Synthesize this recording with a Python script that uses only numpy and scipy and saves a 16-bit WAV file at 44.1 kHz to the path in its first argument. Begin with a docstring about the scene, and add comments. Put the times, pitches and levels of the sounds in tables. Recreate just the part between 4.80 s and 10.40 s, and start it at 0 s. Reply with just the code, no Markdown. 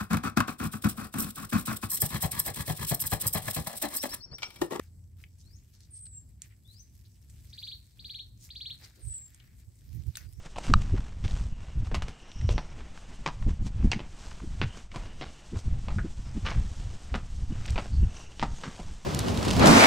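"""A low rumble of air and a far engine lie under rustling leaves: fruit is picked from low garden plants.
Close by, leaves slip and rub, husks crackle and stalks ring as their fibres snap.
One bird gives rising whistles, another thin falling calls, a third trills three phrases of quick
upsweeps; the foliage scatters their song. Near the end, wind buffets the right microphone port."""
import sys
import numpy as np
from scipy import signal
from scipy.fft import rfft, irfft
from scipy.io import wavfile

SR = 44100
rng = np.random.default_rng(int(sys.argv[2]) if len(sys.argv) > 2 else 0)


def unload_audio(sound):
    """Save the sound as a 16-bit wav file, at the path given as the first command line argument."""
    columns = np.transpose(np.atleast_2d(sound))
    # keep every value between -1 and 1, then stretch to whole-number steps
    steps = np.round(np.clip(columns, -1, 1) * 32767)
    wavfile.write(sys.argv[1], SR, steps.astype(np.int16))


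N = 246959
T = np.arange(N) / SR
BIN_HZ = np.arange(N // 2 + 1) * SR / N

# low rumble of the air (time [s], level [dB])
RUMBLE_LEVELS = [(0, -55.5), (.65, -53), (.95, -58.5), (1.25, -53.5), (2.2, -58), (2.6, -54.5), (3.9, -54),
                 (4.15, -57), (5.6, -55)]
# tone of the rumble (frequency [Hz], relative level [dB])
RUMBLE_EQ = [(22, -35), (31, -12.5), (40, -9.5), (52, 1), (64, 2.5), (80, -1.5), (115, -2.5), (160, -12.5),
             (240, -21), (320, -26), (480, -41), (900, -47)]
# distant garden hiss with a faint insect band (frequency [Hz], relative level [dB])
HISS_EQ = [(300, 17.5), (900, 2), (3000, -20), (4500, 0.5), (7000, 2), (7900, 13.5), (8800, 1.5),
           (15000, -0.5)]
# far engine (time [s], pitch [Hz], level [dB])
ENGINE_DRONE = [(0, 84.17, -50.5), (.5, 87.03, -52), (1.0, 95, -60.5), (1.3, 95.24, -55.5),
                (1.9, 102.4, -59.5), (2.9, 103.6, -64), (3.9, 109.4, -61), (4.7, 104.6, -64.5),
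                (5.6, 104.6, -55)]
# the hand moving through the leaves (time [s], crisp rustle [dB], relative blade rub [dB])
HAND_LEVELS = [(0, -80, -77), (.2, -79.5, -85.5), (.55, -74.5, -84.5), (.7, -69, -81), (1.05, -75.5, -76),
               (1.5, -80.5, -84.5), (1.8, -76.5, -86.5), (1.95, -68.5, -82), (2.4, -73, -82),
               (2.55, -67.5, -80), (2.87, -62, -67.5), (3.05, -70.5, -81), (3.3, -67.5, -70.5),
               (3.52, -75, -87), (3.8, -69, -70.5), (4.35, -67, -69.5), (4.7, -71.5, -74),
               (4.92, -75.5, -81), (5.1, -64.5, -71.5), (5.6, -69.5, -79)]
# tugs at a fruit that shake the plant (time [s], length [s], crisp rustle [dB], relative blade rub [dB])
FRUIT_TUGS = [(0.021, 0.073, -67, -65.5), (0.413, 0.039, -62, -67), (1.658, 0.063, -69, -68),
              (3.66, 0.058, -58, -70.5), (4.05, 0.057, -59.5, -57), (4.798, 0.03, -62.5, -70),
              (5.4, 0.071, -61.5, -57.5)]
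# tone of the crisp rustle (frequency [Hz], relative level [dB])
RUSTLE_EQ = [(600, -17.5), (2000, -0.5), (3100, 1.5), (5500, 6), (7000, 4), (8300, 5), (10000, 1),
             (13500, 4.5), (16000, -1.5)]
# tone of the rubbing blades (frequency [Hz], relative level [dB])
RUB_EQ = [(250, -5), (600, -7), (1150, -8), (1700, -1), (2300, -1), (3100, -7.5), (5000, -3.5), (9000, -37)]
# single leaves sweeping over the hand (time [s], length [s], level [dB], centre [Hz])
LEAF_BRUSHES = [(.61, 0.029, -63, 5860), (0.954, .035, -65.5, 5400), (1.032, 0.048, -65.5, 5140),
                (1.169, 0.039, -64.5, 5450), (1.648, .025, -63.5, 2460), (1.722, 0.037, -69, 2160),
                (1.935, 0.022, -64, 8100), (2.26, 0.019, -65, 4100), (3.642, 0.052, -56, 6620),
                (4.047, 0.021, -52, 4900), (4.198, .044, -63.5, 320), (4.616, 0.16, -70.5, 1990)]
# snapping stalks and husks (time [s], level [dB], centre [Hz], t60 [s])
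STALK_SNAPS = [(.4388, -47.5, 2400, .016), (1.005, -58, 5400, .02), (1.257, -58, 4370, .02),
               (1.267, -57.5, 4500, .011), (1.6194, -39, 7600, .015), (2.498, -55.5, 7500, .045),
               (3.691, -58, 2200, .015), (4.546, -52, 7840, .01), (4.6, -55, 3200, .038),
               (5.3544, -39, 3600, .014), (5.3577, -44, 8090, .019), (5.3706, -38, 6000, .011),
               (5.3718, -45.5, 1720, .015), (5.372, -42, 13000, .025), (5.3795, -51, 2570, .02),
               (5.5336, -58, 8880, .014)]
# tone of breaking fibres (frequency [Hz], relative level [dB])
FIBRE_EQ = [(450, -10), (1000, -7), (1500, 0), (15000, -3)]
# rising whistles (start [s], length [s], first pitch [Hz], top pitch [Hz], accent level [dB])
RISING_CALLS = [(0.629, 0.14, 3700, 6800, -65), (1.84, 0.17, 3340, 6410, -58.5),
                (5.428, .2, 4270, 7670, -70)]
# contour of one rising whistle (length [share], pitch rise [share], gain [dB])
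RISE_CONTOUR = [(0, 0, -18), (.35, 0.21, -13), (.6, 0.37, -12.5), (.81, 0.58, -12), (.95, .87, 0.5),
                (1, 1, -5), (1.06, .99, -23)]
# thin falling calls, one table each (time [s], pitch [Hz], relative level [dB])
FALLING_CALLS = [
    [(1.1, 8601, -74), (1.11, 8730, -64), (1.138, 8540, -52.5), (1.228, 8110, -54.5), (1.254, 8260, -49.5),
     (1.296, 7843, -60.5), (1.356, 7612, -52), (1.392, 7460, -53.5), (1.42, 7400, -71)],
    [(4.19, 8820, -80), (4.23, 8510, -55.5), (4.258, 8320, -60), (4.274, 8250, -49.5), (4.31, 7900, -45.5),
     (4.372, 7770, -44), (4.412, 7529, -54), (4.442, 7460, -53.5), (4.49, 7400, -70)],
]
# trills (start [s], first gap [s], longest sweep [s], first target pitch [Hz], strongest note [dB])
TRILL_PHRASES = [(2.7237, 0.048, 0.03, 5014, -38.5), (3.188, 0.051, 0.026, 4885, -37),
                 (3.6987, .0514, .025, 4873, -35.5)]
# one upsweep, lingering softly at its top (length [share], pitch rise [share], gain [dB])
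UPSWEEP_CONTOUR = [(0, .02, -28.5), (.23, 0.171, -20), (.33, 0.4, -8), (.55, .64, -1.5), (.8, 0.867, -4.5),
                   (1, .96, -10.5), (1.25, 0.97, -23.5), (1.6, .97, -25)]
# gusts on the right port (time [s], length [s], level [dB])
PORT_GUSTS = [(4.279, .06, -35.5), (4.89, 0.028, -46.5), (5.179, 0.11, -32.5), (5.281, 0.031, -30),
              (5.474, 0.081, -40.5), (5.6, 0.039, -34.5)]
# tone of the gusts (frequency [Hz], relative level [dB])
GUST_EQ = [(25, -54), (38, -14), (55, 4), (85, 1), (120, -1), (180, -17.5), (260, -27.5), (350, -30),
           (600, -50.5), (1500, -64)]


def undb(db):
    """Decibels to gain."""
    return 10 ** (np.asarray(db) / 20)


def unit(x):
    """Scale to rms 1."""
    return x / np.sqrt(np.mean(x ** 2))


def curve(rows):
    """The columns of a table, joined by straight lines in time."""
    s, *columns = np.transpose(rows)
    return [np.interp(T, s, c) for c in columns]


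def swell(s, length, db):
    """A bell-shaped rise and fall of gain around one moment."""
    return undb(db) * np.exp(-2 * np.minimum(((T - s) / length) ** 2, 20))


def walk(rate):
    """Smooth random wandering, rms 1."""
    return unit(signal.resample(rng.standard_normal(int(rate * N / SR) + 2), N))


def stereo_noise(likeness):
    """Two white noises with a given correlation."""
    centre = np.sqrt(likeness) * rng.standard_normal(N)
    return centre + np.sqrt(1 - likeness) * rng.standard_normal((2, N))


def colour(x, eq):
    """Shape with an EQ curve, rolling off past its ends; rms 1."""
    hz, db = np.transpose(eq)
    f = np.maximum(BIN_HZ, 1)
    gain = undb(np.interp(np.log(f), np.log(hz), db))
    skirts = np.minimum(f / hz[0], 1) ** 2 * np.minimum(hz[-1] / f, 1) ** 2
    return unit(irfft(rfft(x) * gain * skirts, N))


def resonate(x, hz, q):
    """One broad resonance, scaled so that white noise keeps its power."""
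    b, a = signal.iirpeak(hz, q, fs=SR)
    return signal.lfilter(b, a, x) / np.sqrt(b[0])


def place(x, lead_ms, pan_db):
    """A source off centre reaches one port earlier and louder; positive is left."""
    side = np.array([[1], [-1]]) / 2
    delay = np.exp(2j * np.pi * BIN_HZ * side * lead_ms / 1000)
    return irfft(rfft(x) * delay, N) * undb(side * pan_db)


def echo(x, delay_s, db):
    """One reflection, later and weaker."""
    return undb(db) * np.interp(T - delay_s, T, x)


def foliage(x, near_db, near_t60, far_db, far_t60):
    """Ground and near leaves scatter the sound at once; trees further off add a thin tail."""
    t = T[:SR // 2]
    response = 0
    for db, t60 in ((near_db, near_t60), (far_db, far_t60)):
        echoes = rng.standard_normal((2, len(t))) * undb(-60 * t / t60) * (t > .004)
        response = response + undb(db) * unit(echoes) / np.sqrt(len(t))
    return signal.fftconvolve(np.atleast_2d(x), response, axes=1)[:, :N]


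def garden_air():
    """The bed: a rumble common to both ports and a wide, far hiss."""
    rumble = colour(stereo_noise(.88), RUMBLE_EQ) * undb(curve(RUMBLE_LEVELS)[0] + 1.86 * walk(9))
    hiss = colour(stereo_noise(.075), HISS_EQ) * undb(-75.5 + 1.8 * walk(9))
    return place(rumble, lead_ms=.1, pan_db=1) + hiss


def engine():
    """Only the firing note and a little of its overtones carry this far."""
    hz, db = curve(ENGINE_DRONE)
    phase = 2 * np.pi * np.cumsum(hz * (1 + .01474 * walk(7.2))) / SR
    tone = np.sin(phase) + undb(-19) * np.sin(2 * phase) + undb(-26.5) * np.sin(3 * phase)
    return tone * undb(db + 1.63 * walk(11))


def crackle(spread_db, likeness):
    """Dense tiny slips of very unequal size, each about a millisecond long."""
    slip_samples = 40
    sizes = undb(spread_db * np.minimum(rng.exponential(size=N // slip_samples + 1), 5))
    return unit(stereo_noise(likeness) * np.repeat(sizes, slip_samples)[:N])


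def patchy(x, depth_db, rate):
    """Leaves of different sizes touch in turn, so each half octave from 1 kHz up swells on its own."""
    octave = np.log2(np.maximum(BIN_HZ, 1) / 1000).clip(0, 4)
    spectrum, out = rfft(x), 0
    for centre in np.arange(9) / 2:
        band = np.maximum(1 - 2 * abs(octave - centre), 0)
        out = out + irfft(spectrum * band, N) * undb(depth_db * walk(rate))
    return unit(out)


def leaves():
    """Crisp edges crackle and broad blades rub, more so at each tug."""
    crisp = patchy(colour(crackle(spread_db=3.4, likeness=.35), RUSTLE_EQ), depth_db=2.5, rate=22)
    dull = patchy(colour(crackle(spread_db=2.8, likeness=.55), RUB_EQ), depth_db=2.8, rate=25)
    rustle, rub = undb(curve(HAND_LEVELS))
    for s, length, rustle_db, rub_db in FRUIT_TUGS:
        rustle = np.hypot(rustle, swell(s, length, rustle_db))
        rub = np.hypot(rub, swell(s, length, rub_db))
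    crisp = crisp * rustle * undb(1.5 * walk(40))
    dull = dull * rub * undb(-2 + 2 * walk(35))
    return place(crisp, lead_ms=0, pan_db=-.12) + place(dull, lead_ms=0, pan_db=4.2)


def husk_ticks(per_s=2.3, db=-65.5, spread_db=.5, hz=7060, t60=.017):
    """Dry husks tick faintly at random moments; rows like those of the snaps."""
    chance = rng.uniform(-1, 1, (int(per_s * T[-1]), 3))
    return [(abs(when) * (T[-1] - .1), db + spread_db * size, hz * 2 ** (pitch / 2), t60)
            for when, size, pitch in chance]


def stalks():
    """Fibres break in a short burst that rings the stalk or the hollow husk."""
    fibres = colour(stereo_noise(.6), FIBRE_EQ)
    snaps = np.zeros((2, N))
    t = T[:SR // 20]
    for s, db, hz, t60 in list(STALK_SNAPS) + husk_ticks():
        i = int(s * SR)
        burst = fibres[:, i:i + len(t)] * undb(-60 * t / t60)
        snap = resonate(burst, hz, q=3.8) + undb(-15) * burst
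        snap = unit(snap) * np.sqrt(.004 / t[-1])  # the energy of 4 ms at rms 1
        pan_db = 3.2 * np.log2(6000 / hz)  # dull knocks sit left, bright ticks slightly right
        snaps[:, i:i + len(t)] += snap * undb(db + np.array([[pan_db], [-pan_db]]) / 2)
    scattered = foliage(snaps, near_db=-17, near_t60=.041, far_db=-12, far_t60=.17)
    return place(snaps, lead_ms=-.022, pan_db=0) + scattered


def leaf_brushes():
    """One leaf sweeps over the hand, rung by a run of slips."""
    slips = crackle(spread_db=2.5, likeness=.22)
    strokes = np.zeros((2, N))
    for s, length, db, hz in LEAF_BRUSHES:
        span = abs(T - s) < 2 * length
        ring = resonate(slips[:, span], hz, q=2.4)
        stroke = unit(resonate(ring, hz, q=.8))
        strokes[:, span] += stroke * swell(s, length, db)[span]
    return place(strokes, lead_ms=0, pan_db=.95)


def whistle(rows, waver, flutter_db):
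    """A nearly pure tone along its pitch curve, never quite steady."""
    hz, db = curve(rows)
    gate = np.clip(np.minimum(T - rows[0][0], rows[-1][0] - T) / .0083, 0, 1)
    phase = 2 * np.pi * np.cumsum(hz * (1 + waver * walk(160))) / SR
    return np.sqrt(2) * np.sin(phase) * gate * undb(db + flutter_db * walk(130))


def rising_bird():
    """Faint whistles from far left that climb ever faster and end in an accent."""
    song = 0
    for start, length, first_hz, top_hz, db in RISING_CALLS:
        course = [(start + share * length, first_hz + rise * (top_hz - first_hz), db + shape_db)
                  for share, rise, shape_db in RISE_CONTOUR]
        song = song + whistle(course, waver=.0062, flutter_db=4.5)
    scattered = foliage(song, near_db=2, near_t60=.11, far_db=0, far_t60=.39)
    return place(song, lead_ms=.01, pan_db=15.7) + scattered


def falling_bird(gain_db=4):
    """Two thin, high calls that slide slowly down."""
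    song = sum(whistle(rows, waver=.0028, flutter_db=2) for rows in FALLING_CALLS) * undb(gain_db)
    scattered = foliage(song, near_db=-9.5, near_t60=.19, far_db=-16.5, far_t60=.44)
    return place(song, lead_ms=.036, pan_db=-.8) + scattered


def trilling_bird(notes=5, base_hz=2072):
    """Fast upsweeps quicken and end lower through a phrase, growing longer and louder with effort."""
    quicken_s, sag_hz = .0013, 111.6  # per note
    strongest_note, scatter_db = 2.95, .6  # effort peaks here, counting from 0
    weak_db, weak_shortening = -7, .42  # the opening note is softer and shorter
    song = np.zeros(N)
    share, rise, shape_db = np.transpose(UPSWEEP_CONTOUR)
    for start, gap, longest, first_hz, db in TRILL_PHRASES:
        for k in range(notes):
            slack = (1 - k / strongest_note) ** 2
            length = longest * (1 - weak_shortening * slack)
            end = 1.15 if k == notes - 1 else share[-1]  # the closing note breaks off early
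            progress = np.arange(0, end, 1 / (length * SR))
            top_hz = first_hz - sag_hz * k
            hz = base_hz + (top_hz - base_hz) * np.interp(progress, share, rise)
            phase = 2 * np.pi * np.cumsum(hz) / SR
            tone = np.sqrt(2) * (np.sin(phase) + undb(-33) * np.sin(2 * phase))
            note_db = db + weak_db * slack + scatter_db * rng.standard_normal()
            envelope = undb(note_db + np.interp(progress, share, shape_db))
            i = int((start + k * gap - quicken_s * k * (k - 1) / 2) * SR)
            song[i:i + len(tone)] += tone * envelope * signal.windows.tukey(len(tone), .1)
    direct = song + echo(song, delay_s=.0021, db=-12)  # the ground bounce beats with the sweep
    carried = resonate(song, 4450, q=5) / 6 + song / 3  # the lingering tops carry furthest
    slap = place(echo(carried, delay_s=.012, db=-14.5), lead_ms=.06, pan_db=0)
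    scattered = foliage(carried, near_db=2, near_t60=.18, far_db=-13.5, far_t60=.73)
    return place(direct, lead_ms=-.036, pan_db=1.3) + slap + scattered


def gusts():
    """Wind thumps on the right port and barely touches the left."""
    buffeting = colour(rng.standard_normal(N), GUST_EQ) * sum(swell(*gust) for gust in PORT_GUSTS)
    return buffeting * np.array([[.08], [1]])


def scene():
    """The garden bed, the picking hand, three birds and the gusts."""
    bed = garden_air() + engine()
    picking = leaves() + stalks() + leaf_brushes()
    birds = rising_bird() + falling_bird() + trilling_bird()
    return bed + picking + birds + gusts()


def record(dry):
    """The recorder cuts the top steeply."""
    top_hz = 15700
    return signal.sosfilt(signal.ellip(10, .2, 70, top_hz, fs=SR, output="sos"), dry)


dry = scene()
out = record(dry)
unload_audio(out)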